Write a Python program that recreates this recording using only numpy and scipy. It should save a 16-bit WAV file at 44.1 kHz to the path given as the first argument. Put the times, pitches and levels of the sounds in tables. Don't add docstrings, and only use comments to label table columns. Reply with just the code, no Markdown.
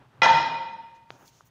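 import sys
import numpy as np
from scipy import signal
from scipy.io import wavfile
from scipy.ndimage import uniform_filter1d

SR = 44100
rng = np.random.default_rng(int(sys.argv[2]) if len(sys.argv) > 2 else 0)


def to_wav(s):
    ch = np.atleast_2d(s).T
    pcm = np.round(np.clip(ch, -1, 1) * 32767)
    wavfile.write(sys.argv[1], SR, pcm.astype(np.int16))


N = 66150

# f/Hz, relative level/dB
ROOM_TONE = [(20, -20), (60, -9.5), (130, -2), (300, -17), (1000, -17), (3000, -24), (8000, -37),
             (15000, -43)]
# t/s, length/s, scuff level/dB, hiss level/dB, hiss tilt/(dB per octave)
RUBS = [(-.05, 0.13, -57.5, -71.5, -13.5), (0.049, 0.3, -60.5, -87, -9), (0.939, 0.046, -78, -66.5, -7),
        (1.084, .11, -57.5, -63.5, -5), (1.159, .125, -56.5, -63, 5), (1.245, .065, -66.5, -56.5, 2),
        (1.281, .17, -68, -64, -1.5), (1.443, .05, -71.5, -59, 9)]
# f/Hz, relative level/dB
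SCUFF_SPECTRUM = [(40, -27.5), (120, -6), (300, -1), (500, -4), (900, -3), (1600, -7.5), (2200, -17.5),
                  (3000, -18), (5000, -32.5), (9000, -49)]
# f/Hz, relative level/dB
HISS_SPECTRUM = [(500, -29.5), (3000, -3.5), (5000, -5), (6500, 2.5), (8000, -14), (11000, -14),
                 (13700, -16), (14900, -9.5)]
# t/s, level/dB
BUMPS = [(0, -68), (0.054, -62), (0.144, -65.5), (0.191, -55.5), (1.011, -66.5), (1.106, -60),
         (1.306, -66.5), (1.43, -69)]
# t/s, crack gain/dB, crack tilt/(dB per octave), ring gain/dB,
# most excited f/Hz, spread of the excitation/octaves
CONTACTS = [(0.2185, 0.5, -1.5, -2, 2007, 1.34), (0.2316, -5.5, 1.5, -7, 3000, 2.11),
            (.257, -7, -0.5, -7, 2200, 0.43), (0.2633, -22, -1, 0.5, 880, 0.22)]
# f/Hz, relative level/dB
CRACK_SPECTRUM = [(40, -44), (130, -9.5), (200, -8), (290, -5.5), (420, -9), (650, 2.5), (1000, 0),
                  (1900, 3.5), (2250, -6.5), (3100, -7), (4100, -2), (5300, -24.5), (6800, -25),
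                  (8600, -48.5), (13000, -56.5), (15000, -52.5)]
# f/Hz, relative level/dB, t60/s
TILE_MODES = [(526.7, -10.5, 0.22), (648, -21, 0.38), (743, -21.5, .4), (862, -30, 0.27), (904.3, -11, .3),
              (921.95, -15.5, 1.06), (972, -22.5, 0.17), (1033, -21.5, 0.13), (1371, -17, 0.14),
              (1990, -18, 0.11), (2018.3, -23, .2), (2415, -29, 0.17), (2459.3, -17.5, .18),
              (2892, -26.5, 0.16), (3280, -30.5, 0.072), (3924, -33, 0.21), (3946, -33.5, 0.28),
              (4640, -34.5, .15), (5108, -24, .1), (5550, -25.5, .1), (5631, -30.5, .1), (6320, -33.5, .18),
              (6331, -33.5, .18), (6900, -35, 0.12), (7170, -43.5, .14), (7880, -46.5, .14),
              (9220, -56, .1), (9808, -50, 0.15), (10750, -55, .1), (11100, -50, .1)]
# f/Hz, level against the reverberation/dB
RING_DIRECT = [(500, 2), (900, 4), (2000, 1), (5000, 0)]
# t/s, direct level/dB
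THUDS = [(0.221, -46.5), (.305, -38.5)]
# f/Hz, relative level/dB, t60/s
BENCH_MODES = [(81.1, -5, .4), (114, -0.5, 0.4), (153, 4, .45), (182, -10, 1)]
# f/Hz, t60/s
ROOM_DECAY = [(80, 0.69), (220, 1.51), (560, 0.99), (1500, 0.91), (2400, 1.026), (3900, 0.89), (6000, .74),
              (10000, 0.78), (15000, .3)]
# t/s, level before the low-pass/dB, f/Hz, rise and fall time/s, cutoff/Hz
CLICKS = [(1.105, -23, 500, 0.00025, 4700), (1.2797, -46.5, 4396, 0.00061, 9000),
          (1.408, -37.5, 1170, 0.00041, 1790)]

TIME = np.arange(N) / SR


def amp(db):
    return 10 ** (np.asarray(db) / 20)


def unit_rms(x):
    return x / np.sqrt(np.mean(x ** 2) + 1e-20)


def burst(x, window_s=0.1):
    return x / np.sqrt(np.sum(x ** 2) / (window_s * SR) + 1e-20)


def read(points, hz):
    f, value = np.transpose(points)
    return np.interp(np.log(hz + 1), np.log(f + 1), value)


def add(mix, s, sound):
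    at = round(s * SR)
    sound = sound[max(-at, 0):]
    part = mix[max(at, 0):][:len(sound)]
    part += sound[:len(part)]


def colour(x, spectrum, tilt_db=0):
    hz = abs(np.fft.fftfreq(4096, 1 / SR))
    octaves = np.log2(np.maximum(hz, 200) / 1000)
    log_gain = np.log(amp(read(spectrum, hz) + tilt_db * octaves))
    taps = np.fft.ifft(np.exp(np.conj(signal.hilbert(log_gain)))).real
    return signal.fftconvolve(x, taps[:len(taps) // 2])[:len(x)]


def decay(t60):
    return np.exp(-np.log(1000) * TIME / t60)


def mode(hz, t60, rise_s, phase_turns=0):
    rise = 1 - np.exp(-TIME / rise_s)
    return rise * decay(t60) * np.sin(2 * np.pi * (hz * TIME + phase_turns))


def at_microphone(x, walls, direct_db, room_db=0):
    reverberation = signal.fftconvolve(x, walls)[:N]
    return amp(direct_db) * burst(x) + amp(room_db) * burst(reverberation)


def room_tone(level_db=-65.5):
    return amp(level_db) * unit_rms(colour(rng.standard_normal(N), ROOM_TONE))


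def hand_rubs(grain_db=1.0):
    out = np.zeros(N)
    for s, length, scuff_db, hiss_db, tilt_db in RUBS:
        noise = rng.standard_normal(N)
        roughness = unit_rms(uniform_filter1d(rng.standard_normal(N), size=90))
        grains = noise * amp(grain_db * roughness)
        scuff = amp(scuff_db) * unit_rms(colour(grains, SCUFF_SPECTRUM))
        hiss = amp(hiss_db) * unit_rms(colour(grains, HISS_SPECTRUM, tilt_db))
        stroke = np.sin(np.pi * np.minimum(TIME / length, 1))
        add(out, s, stroke * (scuff + hiss))
    return out


def hand_bumps():
    out = np.zeros(N)
    bump = burst(mode(hz=123, t60=0.14, rise_s=0.01))
    for s, db in BUMPS:
        add(out, s, amp(db) * bump)
    return out


def tile(walls, crack_db=-22.5, ring_db=-8.5):
    out = np.zeros(N)
    rings = [at_microphone(mode(hz, t60, rise_s=0.00062), walls, read(RING_DIRECT, hz))
             for hz, _, t60 in TILE_MODES]
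    for s, crack_gain_db, tilt_db, ring_gain_db, centre_hz, spread in CONTACTS:
        crack = colour(rng.standard_normal(N) * decay(t60=0.028), CRACK_SPECTRUM, tilt_db)
        add(out, s, amp(crack_db + crack_gain_db) * at_microphone(crack, walls, direct_db=-8))
        for (hz, mode_db, _), ring in zip(TILE_MODES, rings):
            excitation = 1 / (1 + (np.log2(hz / centre_hz) / spread) ** 2) ** 2
            add(out, s, amp(ring_db + ring_gain_db + mode_db) * excitation * ring)
    return out


def bench(walls):
    out = np.zeros(N)
    for s, level_db in THUDS:
        boom = sum(amp(db) * mode(hz, t60, rise_s=0.008, phase_turns=rng.random())
                   for hz, db, t60 in BENCH_MODES)
        add(out, s, amp(level_db) * at_microphone(boom, walls, direct_db=0, room_db=-9.5))
    return out


def wall_reflections(gap_s=0.006, build_s=0.0099):
    hz, t, bands = signal.stft(rng.standard_normal(N), SR, nperseg=256)
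    fade = amp(-60 * t / read(ROOM_DECAY, hz)[:, None])
    tail = signal.istft(bands * fade, SR, nperseg=256)[1][:N]
    return tail * np.clip((TIME - gap_s) / build_s, 0, 1)


def phone_clicks():
    out = np.zeros(N)
    for s, db, hz, width_s, cutoff_hz in CLICKS:
        envelope = np.exp(-abs(TIME - s) / width_s)
        square = -np.sign(np.sin(2 * np.pi * hz * (TIME - s)))
        lowpass = signal.butter(6, cutoff_hz, fs=SR, output="sos")
        out += amp(db) * signal.sosfilt(lowpass, envelope * square)
    return out


def scene():
    background = room_tone()
    walls = wall_reflections()
    blow = tile(walls) + bench(walls)
    hand = hand_rubs() + hand_bumps() + phone_clicks()
    return (background + blow + hand)[None]


def record(dry, threshold_db=-13, ratio=2.3, release_db_per_s=80, top_hz=15650):
    power_db = 10 * np.log10(abs(uniform_filter1d(dry[0] ** 2, size=200)) + 1e-12)
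    release_db = TIME * release_db_per_s
    envelope_db = np.maximum.accumulate(power_db + release_db) - release_db
    over_db = np.maximum(envelope_db - threshold_db, 0)
    limited = dry / amp((1 - 1 / ratio) * uniform_filter1d(over_db, size=100))
    lowpass = signal.firwin(511, top_hz, window=("kaiser", 9), fs=SR)
    return signal.oaconvolve(limited, lowpass[None], "same")


dry = scene()
out = record(dry)
to_wav(out)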